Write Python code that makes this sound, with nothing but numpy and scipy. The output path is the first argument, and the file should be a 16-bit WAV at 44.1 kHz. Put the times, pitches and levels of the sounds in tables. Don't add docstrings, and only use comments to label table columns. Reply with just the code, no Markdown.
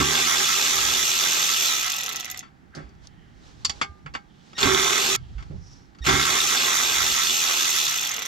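import sys
import numpy as np
from scipy import signal
from scipy.fft import rfft, irfft, next_fast_len
from scipy.io import wavfile
from scipy.ndimage import uniform_filter1d

SR = 44100
rng = np.random.default_rng(int(sys.argv[2]) if len(sys.argv) > 2 else 0)


def unload_wav(signal):
    wavfile.write(
        sys.argv[1],
        SR,
        np.round(np.clip(np.atleast_2d(signal).T, -1, 1) * 32767).astype(np.int16),
    )


N = 364707
TIME = np.arange(N) / SR

# freq_hz, side_minus_mid_db
WIDTH_EQ = [(25, 6), (60, 1.5), (150, -8), (350, -1), (700, 2.5), (1200, 5.5), (2200, -1), (4500, -8),
            (8000, 1.5), (14000, 1)]
# freq_hz, left_minus_right_db
BALANCE_EQ = [(25, -9.5), (55, -5), (110, -1.5), (380, -15.5), (700, -6), (2000, 1), (4500, -4.5),
              (8000, -0.5), (14000, -1)]
# freq_hz, gain_db
GARAGE_EQ = [(25, -23.5), (70, -18), (156, -3.5), (300, -12.5), (450, -24.5), (600, -29), (800, -19.5),
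             (1000, -29.5), (1500, -25), (1920, -25.5), (2550, -32.5), (3380, -37), (5000, -45.5),
             (12000, -54)]
# freq_hz, gain_db
RUMBLE_EQ = [(13, -44.5), (22, -14), (59, 3), (150, -4.5), (200, -20), (395, -44.5), (433, -31.5),
             (500, -60), (650, -84.5), (1100, -120)]
# peak_s, length_s, level_db
JOSTLES = [(.88, 0.26, -46), (2.34, 0.059, -55.5), (2.87, .14, -55.5), (3.35, 0.95, -55.5),
           (3.69, 0.12, -50.5), (4.09, 0.11, -50.5), (5.22, 0.064, -41.5), (5.37, 0.22, -44),
           (5.58, 0.16, -40.5), (6.35, 0.39, -61), (7.02, .2, -44)]
# start_s, pitch_hz, level_db, t60_s
BUMPS = [(2.767, 150, -28, 0.18), (2.835, 59, -32, 0.23), (3.892, 76.5, -28.5, 0.12),
         (4.05, 149, -30.5, 0.17), (5.35, 52, -23, 0.3), (5.499, 152, -20, 0.071),
         (5.535, 186, -31.5, 0.18), (6.005, 60, -23, 0.25)]
# freq_hz, gain_db
RUSTLE_EQ = [(800, -5.5), (2000, -8.5), (4000, -4), (5800, -7.5), (7500, -14), (8700, -24), (15000, -44.5)]
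# peak_s, length_s, level_db
BRUSHES = [(3.05, 0.037, -57.5), (3.48, .12, -58), (3.62, 0.074, -63.5), (3.77, 0.11, -53.5),
           (4.5, 0.16, -60.5), (5.41, 0.44, -66), (5.74, 0.13, -65.5)]
# peak_s, length_s, level_db, centre_hz, half_width_hz
SLIDES = [(2.618, 0.23, -80, 1840, 200), (2.785, 0.064, -49, 1580, 300), (3.199, 0.28, -69, 1900, 216),
          (3.203, 0.32, -71, 3060, 300), (4.375, 0.16, -68, 3220, 400), (5.25, 0.17, -65, 3120, 500),
          (5.715, 0.15, -57.5, 5500, 565)]
# start_s, level_db, centre_hz, t60_s
TAPS = [(2.75, -36.5, 4830, 0.17), (2.892, -51, 4940, 0.045), (2.95, -61, 5500, 0.035),
        (3.0714, -29.5, 4870, 0.016), (5.408, -48, 5000, 0.025)]
# pitch_hz, level_db, t60_s
PAN_TAIL_MODES = [(680, -18, .6), (1205, 1, 0.41), (1610, -20, .3)]
# start_s, level_db, thud_db, clink_db, t60_s
KNOCKS = [(2.426, -38, -9, -9.5, 0.18), (2.75, -41, 6, -6, 0.17), (2.768, -41.5, 13.5, -31, 0.26),
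          (2.792, -48.5, 2, -8, 0.58), (3.648, -19, -16, 11, 0.062), (3.695, -21.5, -8, 7, 0.059),
          (3.813, -13.5, -8, -5.5, 0.091), (4.0602, -27.5, -8, -17, 0.085), (4.138, -32, -6, -2.5, 0.12),
          (4.149, -17, -9, -13.5, 0.067), (4.531, -37.5, 3, -4, 0.038), (4.5796, -24, -7, 2.5, 0.17),
          (4.628, -11.5, -10, -4, 0.068), (4.67, -30, 11, -7, 0.091), (5.149, -15.5, -18, 2.5, 0.026),
          (5.38, -40, -13, -9, 0.22), (5.424, -38, -4, -4, 0.054), (5.504, -55.5, 20.5, -9, 0.38),
          (5.948, -43, -25, -8, 0.046), (5.985, -45, -15, -2, 0.082), (6.05, -39, -4, 8, 0.054),
          (6.068, -17, -20, 2, 0.045), (6.087, -11, -9, -6, 0.12)]
# centre_hz, width_hz, gain_db
SOCKET_PEAKS = [(577, 89, -2), (1000, 41, -25), (1068, 240, 7.5), (1330, 52, 10.5), (1700, 120, 0),
                (2210, 200, 2.5), (2430, 98, -2), (2750, 310, 1.5), (3400, 374, 8), (4030, 220, -6),
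                (4550, 350, 15), (5300, 440, 7), (7260, 1100, 5.5)]
# pitch_hz, level_db, t60_s
PAN_MODES = [(400, -3, 0.29), (680, -13, 0.53), (810, -2, 0.26), (1200, -17.5, 0.46), (1584, -2, 0.23),
             (2190, 0.5, 0.12)]

# start_s, thud_db, clank_db
BREAKS = [(.008, -18, -17), (4.657, -14, -15.5), (6.135, -17, -17)]
# pitch_hz, level_db, t60_s
THUD_MODES = [(95, 2.5, 0.074), (278, 3, 0.1), (371, -7, 0.17)]
# pitch_hz, level_db, t60_s
CLANK_MODES = [(1123, 0, 0.15), (1163, 0, .06), (1320, -2, .06)]
# freq_hz, gain_db
SHUDDER_EQ = [(25, -38), (45, -20.5), (67, -27.5), (90, -18), (150, -18.5), (190, -24), (270, -11.5),
              (400, -8), (610, -18.5), (800, -11), (1120, -17.5), (1500, -11.5), (2200, -10.5),
              (4000, -58.5)]
# centre_hz, width_hz, gain_db
PANEL_PEAKS = [(66.9, 14, -9), (117, 9, 5.5), (157, 44, 9), (239, 33, 16), (277, 12, 2), (797, 30, 6),
               (1086, 66, 11), (1174, 50, 15), (1347, 140, 8), (1587, 57, 13.5), (2170, 190, 9)]
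# freq_hz, gain_db
BOOM_EQ = [(200, -19.5), (340, 6), (420, 15), (480, -31.5), (600, -19.5)]
# cycles_per_stroke, level_db
GROWL_PARTIALS = [(1, -0.5), (2, 2.5), (3, -5.5), (4, -2), (5, -4)]
# pitch_hz, level_db, t60_s
EXTENSION_MODES = [(3486, 2, 0.023), (3547, 2.5, 0.021), (3690, -4.5, .014), (3830, 0, 0.023),
                   (4390, -2, 0.024), (5560, 2.5, 0.0027), (6480, 3.5, 0.0069)]
# start_s, level_db
ACCENTS = [(.6645, -12.5), (.691, -24), (1.9335, -18), (2.0957, -22), (2.201, -22.5), (2.2459, -26),
           (2.2998, -23), (4.747, -8), (4.7605, -17), (4.797, -14), (4.847, -13), (5.0385, -13),
           (5.0515, -19), (7.307, -12), (7.463, -24), (8.0377, -14), (8.0587, -15), (8.2208, -18)]

# start_s, rise_s, level_db
SQUEEZES = [(4.544, 0.032, -42.5), (6.014, 0.015, -45)]
WINDING_HARMONICS = [1, 4.5, -3, -22]
# share_of_full_speed, level_db
COAST_HUM = [(.15, -90), (.3, -57), (.43, -49.5), (.55, -69), (.75, -66)]
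# pitch_hz, level_db, t60_s
HOUSING_MODES = [(742, -20, 0.44), (804, -19.5, 0.19), (1954, -4, 0.13), (2007, -1, 0.079)]
# cycles_per_stroke, level_db
MESH_TONES = [(2, -31.5), (3, -35.5), (14, -27), (19, -26.5), (26, -25), (42, -24.5)]
# share_of_stroke, level_db
PAWL_HITS = [(0, -0.46), (0.186, -0.54)]
# freq_hz, gain_db
PAWL_EQ = [(1500, -41.5), (3500, 3.5), (4700, -7), (5600, 3.5), (6500, 6), (7600, -6), (8500, -12.5),
           (11500, -11.5), (12800, -12), (13800, -33.5), (15500, -34)]
# pitch_hz, level_db, t60_s
SPRING_MODES = [(13200, -4, .007), (12960, 12, 0.015), (13400, -1, .006), (13400, 1, 0.0063)]
# share_of_stroke, level_db
YOKE_HITS = [(0.052, -7), (.33, 3), (0.641, 4), (0.833, -0.5)]
# freq_hz, gain_db
HEAD_EQ = [(290, -27), (470, -20), (640, -21), (830, -14), (1000, -19.5), (1200, -16), (1780, -9),
           (2590, -5), (3000, -6), (3650, -7), (4890, -6), (5990, -2.5), (7400, -9), (8500, -18),
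           (11500, -21), (13100, -14.5), (15800, -36)]
# centre_hz, width_hz, gain_db
HEAD_PEAKS = [(1081, 110, 9), (1287, 123, 8), (1355, 101, 5), (1780, 84, -2.5), (1963, 160, 4.5),
              (2292, 150, 1.5), (2530, 200, 3), (3440, 230, 4.5), (3780, 90, 6), (4450, 180, 1),
              (6060, 530, 0), (7520, 280, 5.5)]
# freq_hz, gain_db
SOFT_CONTACT_EQ = [(500, -1), (1600, 3.5), (2700, 2), (3500, 3), (6000, -3), (9000, -6.5), (14000, -22.5)]

# trigger_s, bolt_bites_s, bolt_gives_s, release_s, snap_cue_s, standstill_s
RUNS = [(-.14, -.12, .03, 1.655, 2.3745, 2.444), (4.552, 4.622, 4.735, 5.17, 5.15, 5.165),
        (6.03, 6.068, 6.17, 7.785, 8.221, 8.59)]
# rattle_db, pawl_db, shudder_db, boom_db, extension_db
RUN_MIX = [(-23, -35, -31.5, -42.5, -31), (-23.5, -41, -34, -35.5, -30.5), (-23.5, -35, -32.5, -42, -30.5)]
# tight_bolt_db, unscrewing_db_per_s, tenfold_speed_db, slack_db
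RATTLE_RIDE = (-1.5, -1.28, 24, 7.5)
PAWL_RIDE = (-21, 3.5, 16, -1)
SHUDDER_RIDE = (5, -7.5, 37, -46)
BOOM_RIDE = (9.5, -5.5, 35, -47)
EXTENSION_RIDE = (0, -0.5, 33, -23)

FREE_STROKES_PER_S = 83.2


def amp(db):
    return 10 ** (np.asarray(db) / 20)


def faders(left_db, right_db):
    return amp([[left_db], [right_db]])


def unit_power(x):
    return x / np.sqrt(np.mean(x ** 2) + 1e-20)


def leveller(x, window_s):
    power = uniform_filter1d(x.mean(axis=0) ** 2, int(window_s * SR) + 1)
    return x / np.sqrt(np.abs(power) + 1e-12)


def waver(rate_hz, step=32):
    lowpass = signal.butter(2, rate_hz, fs=SR / step, output="sos")
    slow = signal.sosfilt(lowpass, rng.standard_normal(N // step + 2))
    return np.interp(np.arange(N) / step, np.arange(len(slow)), unit_power(slow))


def swells(rows, floor_db):
    bells = (amp(db) / (1 + (2 * (TIME - peak) / length) ** 2) ** 1.08 for peak, length, db in rows)
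    return amp(floor_db) + sum(bells)


def eq_grid(size=8192):
    return np.maximum(np.arange(size // 2 + 1) * SR / size, 1)


def curve(points, peaks=()):
    grid = eq_grid()
    freq_hz, gain_db = np.transpose(points)
    bells = sum(db / (1 + (2 * (grid - hz) / width) ** 2) for hz, width, db in peaks)
    return np.interp(np.log(grid), np.log(freq_hz), gain_db) + bells


def convolve(x, response):
    return signal.oaconvolve(np.atleast_2d(x), np.atleast_2d(response), axes=-1)[:, :np.shape(x)[-1]]


def eq(x, curve_db):
    cepstrum = irfft(curve_db * np.log(10) / 20)
    half = len(cepstrum) // 2
    cepstrum[1:half] *= 2
    cepstrum[half + 1:] = 0
    return convolve(x, irfft(np.exp(rfft(cepstrum))))


def ring(force, modes):
    out = 0
    for hz, db, t60 in modes:
        decay, angle = amp(-60 / (t60 * SR)), 2 * np.pi * hz / SR
        feedback = [1, -2 * decay * np.cos(angle), decay * decay]
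        out = out + signal.lfilter([0, amp(db) * np.sin(angle)], feedback, force + 1e-18)
    return out


def strikes(rows, modes, contact_t60, size=32768):
    out = np.zeros(N + size)
    contact = amp(-np.minimum(60 * TIME[:size] / contact_t60, 200))
    for start, db in rows:
        strike = ring(rng.standard_normal(size) * contact, modes)
        at = int(start * SR)
        out[at:at + size] += amp(db) * strike / np.abs(strike).max()
    return out[:N]


def left_right(mid_side):
    side = eq(mid_side[1], curve(WIDTH_EQ))[0]
    return np.array([mid_side[0] + side, mid_side[0] - side])


def at_microphone(mid_side):
    left, right = left_right(mid_side)
    lean_db = curve(BALANCE_EQ) / 2
    return np.vstack([eq(left, lean_db), eq(right, -lean_db)])


def underbody(x, near_t60, tail_db, tail_t60, size=16384):
    t, grid = TIME[:size], eq_grid()
    near = rng.standard_normal((2, size)) * amp(-60 * t / near_t60)
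    spectrum = np.abs(rfft(near, 2 * len(grid) - 2)) ** 2
    power = uniform_filter1d(spectrum, int(1 / near_t60 / grid[1]) + 1)
    flattened = np.vstack([eq(row, -10 * np.log10(p / p.mean())) for row, p in zip(near, power)])
    echoes = flattened + rng.standard_normal((2, size)) * amp(tail_db - 60 * t / tail_t60)
    return convolve(x, echoes / np.sqrt(np.sum(echoes ** 2, axis=1, keepdims=True)))


def shifting_underbody(x, near_t60, tail_db, tail_t60):
    angle = np.pi * (TIME + .5 * waver(rate_hz=3))
    return sum(fade * underbody(x, near_t60, tail_db, tail_t60) for fade in (np.cos(angle), np.sin(angle)))


def radiate(sound):
    side = np.imag(signal.hilbert(sound, next_fast_len(N))[:N])
    return leveller(at_microphone([sound, side]), window_s=0.2)


def noise_bed(tone):
    bed = at_microphone(eq(rng.standard_normal((2, N)), curve(tone)))
    return bed / bed.mean(axis=0).std()


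def garage():
    return amp(-56) * noise_bed(GARAGE_EQ)


def handling_rumble(tight):
    return (swells(JOSTLES, floor_db=-71) + amp(-47) * tight) * noise_bed(RUMBLE_EQ)


def bumps(attack_s=0.0089):
    out = 0
    for start, hz, db, t60 in BUMPS:
        t = np.maximum(TIME - start, 0)
        envelope = amp(db - np.minimum(60 * t / t60, 200)) * (1 - np.exp(-t / attack_s))
        out = out + envelope * np.sin(2 * np.pi * hz * t)
    return out * faders(-3, 3)


def sleeve_rustle():
    return swells(BRUSHES, floor_db=-74.5) * noise_bed(RUSTLE_EQ)


def slides():
    out, grip = np.zeros((2, N)), amp(2.3 * waver(rate_hz=30))
    for peak, length, db, hz, half_width in SLIDES:
        near = np.abs(TIME - peak) < 1.6 * length
        b, a = signal.iirpeak(hz, hz / (2 * half_width), fs=SR)
        band = signal.lfilter(b, a, signal.lfilter(b, a, rng.standard_normal((2, SR * 2))))
        swell = amp(db) * np.exp(-2 * ((TIME[near] - peak) / length) ** 2)
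        out[:, near] += swell * grip[near] * unit_power(band[:, :near.sum()])
    mid, side = out
    return np.array([mid + .5 * side, mid - .5 * side]) * faders(-1, 1)


def taps(width_octaves=0.7, size=8192):
    out, t = np.zeros((2, N)), TIME[:size]
    for start, db, hz, t60 in TAPS:
        edges_hz = hz * 2 ** (width_octaves * np.array([-.5, .5]))
        band = signal.butter(2, edges_hz, "band", fs=SR, output="sos")
        burst = rng.standard_normal((2, size)) * amp(db - 60 * t / t60)
        at = int(start * SR)
        out[:, at:at + size] += signal.sosfilt(band, burst)
    return at_microphone(out)


def pan_tail(start_s=3.815):
    blow = np.zeros(N)
    blow[int(start_s * SR)] = amp(-37.5)
    return ring(blow, PAN_TAIL_MODES)


def socket_knocks(attack_s=0.0009, size=16384):
    out, t = np.zeros((2, N)), TIME[:size]
    for start, db, thud, clink, t60 in KNOCKS:
        lows = [(60, thud - 4), (170, thud + 8), (550, thud + 1)]
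        mids = [(1100, 0.039), (2400, 0.86)]
        highs = [(4500, clink - 4), (7000, clink - 8), (9000, clink - 25), (15000, clink - 42)]
        chatter = rng.standard_normal(size) * amp(db - 60 * t / t60) * (1 - np.exp(-t / attack_s))
        knock = eq(chatter, curve(lows + mids + highs, SOCKET_PEAKS))[0]
        pan_ring = amp(-48.5) * ring(knock, PAN_MODES)
        reflected = underbody(knock + pan_ring, near_t60=0.0043, tail_db=-28.5, tail_t60=0.12)
        at = int(start * SR)
        out[:, at:at + size] += left_right(reflected)[:, :N - at]
    return out * faders(-0.25, 0.25)


def bolt_breaks(clank_delay_s=.015):
    thuds = strikes([(s, db) for s, db, _ in BREAKS], THUD_MODES, contact_t60=.012)
    clanks = strikes([(s + clank_delay_s, db) for s, _, db in BREAKS], CLANK_MODES, contact_t60=.016)
    return thuds * faders(-8, 3) + clanks * faders(-1, 1)


def panel_shudder(force):
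    return radiate(eq(force, curve(SHUDDER_EQ, PANEL_PEAKS))[0])


def pan_boom(force, pitch_hz=383.6, t60_s=0.13):
    return radiate(eq(ring(force, [(pitch_hz, 0, t60_s)]), curve(BOOM_EQ))[0])


def bucking(strokes, shudder_db, tight_db=-26):
    uneven = strokes + 0.049 * waver(rate_hz=17)
    growl = sum(amp(db) * np.sin(2 * np.pi * order * (uneven + rng.random()))
                for order, db in GROWL_PARTIALS)
    level_db = shudder_db + 2.06 * np.minimum(shudder_db - tight_db, 0)
    return amp(level_db) * growl * faders(-5, 3)


def stroke_hits(strokes, pattern, spread_db, chatter_t60):
    clicks = np.zeros(N)
    for share, db in pattern:
        at = np.flatnonzero(np.diff(np.floor(strokes - share)) > 0)
        clicks[at] += amp(db + spread_db * rng.standard_normal(N)[:len(at)].clip(-2, 2))
    envelope = signal.lfilter([1], [1, -amp(-60 / (chatter_t60 * SR))], clicks + 1e-18)
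    return unit_power(envelope * rng.standard_normal(N))


def clashes(strokes, speed, per_stroke, spread_db, throb):
    clash = rng.random(N) < per_stroke * speed / SR
    force = amp(spread_db * np.minimum(rng.exponential(1, N), 3)) * rng.choice([-1, 1], N)
    return unit_power(clash * force * (1 + throb * np.cos(2 * np.pi * strokes)))


def extension_clatter(strokes, speed, seating_db=2.5):
    blows = clashes(strokes, speed, per_stroke=4, spread_db=2.4, throb=0.35)
    sound = 0
    for mode in EXTENSION_MODES:
        force = blows * rng.standard_normal(N) * amp(seating_db * waver(rate_hz=9))
        sound = sound + ring(force, [mode])
    reflected = underbody(sound, near_t60=0.0065, tail_db=-25, tail_t60=0.44, size=4096)
    return leveller(at_microphone(reflected), window_s=0.3)


def metal_accents():
    return strikes(ACCENTS, EXTENSION_MODES, contact_t60=.0035) * faders(-1.5, 1.5)


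def winding_whine(pitch_hz=1860, fade_s=0.029):
    gate = sum(amp(db) * np.interp(TIME, [start, start + rise, start + rise + fade_s], [0, 1, 0])
               for start, rise, db in SQUEEZES)
    phase = 2 * np.pi * pitch_hz * TIME + 0.03 * np.cumsum(rng.standard_normal(N))
    return gate * sum(amp(db + 2.5 * waver(rate_hz=90)) * np.sin(k * phase)
                      for k, db in enumerate(WINDING_HARMONICS, 1))


def run_down(force, strokes, speed, hum_order=13.6):
    pace = speed / FREE_STROKES_PER_S
    slowing = np.gradient(speed) < 0
    hum_db = np.interp(pace, *np.transpose(COAST_HUM))
    hum = amp(hum_db) * np.sin(2 * np.pi * hum_order * (strokes + 0.012 * waver(rate_hz=25)))
    half_speed_swell = 2 * np.sqrt(np.clip(pace * (1 - pace), 0, 1))
    housing = amp(-45.5) * half_speed_swell * radiate(ring(force, HOUSING_MODES))
    return slowing * (hum * faders(-4, 3) + housing)


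def motor_tones(strokes, speed, whine_order=52):
    uneven = strokes + 0.013 * waver(rate_hz=19)
    mesh = sum(amp(db) * np.sin(2 * np.pi * order * uneven) for order, db in MESH_TONES)
    slowing = uniform_filter1d((np.gradient(speed) < 0).astype(float), int(0.024 * SR))
    whine_db = -4 + 65 * np.log10(speed / FREE_STROKES_PER_S)
    throb = 1 + .5 * np.cos(np.pi * strokes)
    whine = slowing * amp(whine_db) * throb * np.sin(2 * np.pi * whine_order * strokes)
    return (mesh + whine) * faders(-2, 2)


def pawl_snaps(strokes, speed):
    pace = speed / FREE_STROKES_PER_S
    skitter = pace ** 2 * clashes(strokes, speed, per_stroke=9, spread_db=5, throb=0.19)
    force = stroke_hits(strokes, PAWL_HITS, spread_db=-0.5, chatter_t60=0.0029) + skitter
    side = force * rng.choice([-1, 1], N)
    snaps = shifting_underbody([force, side], near_t60=.012, tail_db=-19, tail_t60=.12)
    spring = amp(-9) * unit_power(ring(snaps, SPRING_MODES))
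    return leveller(at_microphone(unit_power(eq(snaps, curve(PAWL_EQ))) + spring), window_s=0.3)


def head_rattle(force, speed):
    shaken = shifting_underbody(force, near_t60=.014, tail_db=-15, tail_t60=.22)
    bright = eq(shaken, curve(HEAD_EQ, HEAD_PEAKS))
    dull = eq(bright, curve(SOFT_CONTACT_EQ))
    hardness = np.clip(speed / FREE_STROKES_PER_S, 0, 1)
    return leveller(at_microphone(hardness * bright + (1 - hardness) * dull), window_s=0.029)


def drive(give_s=.09, tight_sag=.19, coast_s=.82, stop_strokes=0.36):
    runs = np.hstack([RUNS, RUN_MIX])
    current = np.maximum(np.searchsorted(runs[:, 0], TIME, side="right") - 1, 0)
    trigger, bites, gives, release, snap_cue, standstill, *mix_db = runs[current].T
    spin_up = np.clip((TIME - trigger) / (bites - trigger), 0, 1) ** 1.7
    tight = spin_up * np.exp(-np.maximum(TIME - gives, 0) / give_s)
    friction = 40 / FREE_STROKES_PER_S
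    coast = (1 + friction) * np.exp(-np.maximum(TIME - release, 0) / coast_s) - friction
    pace = np.maximum(spin_up * coast, .05)
    speed = FREE_STROKES_PER_S * pace * (1 - tight_sag * tight)
    strokes = np.cumsum(speed) / SR
    strokes = strokes - np.interp(snap_cue, TIME, strokes)
    running = np.clip((standstill - TIME) * speed / stop_strokes, 0, 1) * np.minimum(spin_up / .12, 1)
    unscrewing_s = np.minimum(TIME, release) - bites
    work = np.array([tight, unscrewing_s, np.log10(pace), 1 - spin_up])
    rides = np.array([RATTLE_RIDE, PAWL_RIDE, SHUDDER_RIDE, BOOM_RIDE, EXTENSION_RIDE])
    return speed, strokes, running, tight, np.array(mix_db) + rides @ work


def ratchet(speed, strokes, running, mix_db):
    rattle_db, pawl_db, shudder_db, boom_db, extension_db = mix_db
    gears = clashes(strokes, speed, per_stroke=30, spread_db=2.5, throb=0.4)
    yoke = stroke_hits(strokes, YOKE_HITS, spread_db=3, chatter_t60=0.0053)
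    force = yoke + amp(3.5) * (speed / speed.max()) ** 0.3 * gears
    rattle = amp(rattle_db) * (head_rattle(force, speed) + motor_tones(strokes, speed))
    shudder = amp(shudder_db) * panel_shudder(force)
    boom = amp(boom_db) * pan_boom(force)
    snaps = amp(pawl_db) * pawl_snaps(strokes, speed)
    clatter = amp(extension_db) * extension_clatter(strokes, speed)
    growl = bucking(strokes, shudder_db)
    return running * (rattle + snaps + clatter + shudder + boom + growl + run_down(force, strokes, speed))


def scene():
    speed, strokes, running, tight, mix_db = drive()
    arm = handling_rumble(tight) + sleeve_rustle()
    tool = ratchet(speed, strokes, running, mix_db) + winding_whine() + metal_accents() + bolt_breaks()
    foley = socket_knocks() + pan_tail() + taps() + slides() + bumps()
    return garage() + arm + foley + tool


def record(dry, cutoff_hz=15900):
    return signal.sosfilt(signal.ellip(10, .1, 80, cutoff_hz, fs=SR, output="sos"), dry)


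dry = scene()
out = record(dry)
unload_wav(out)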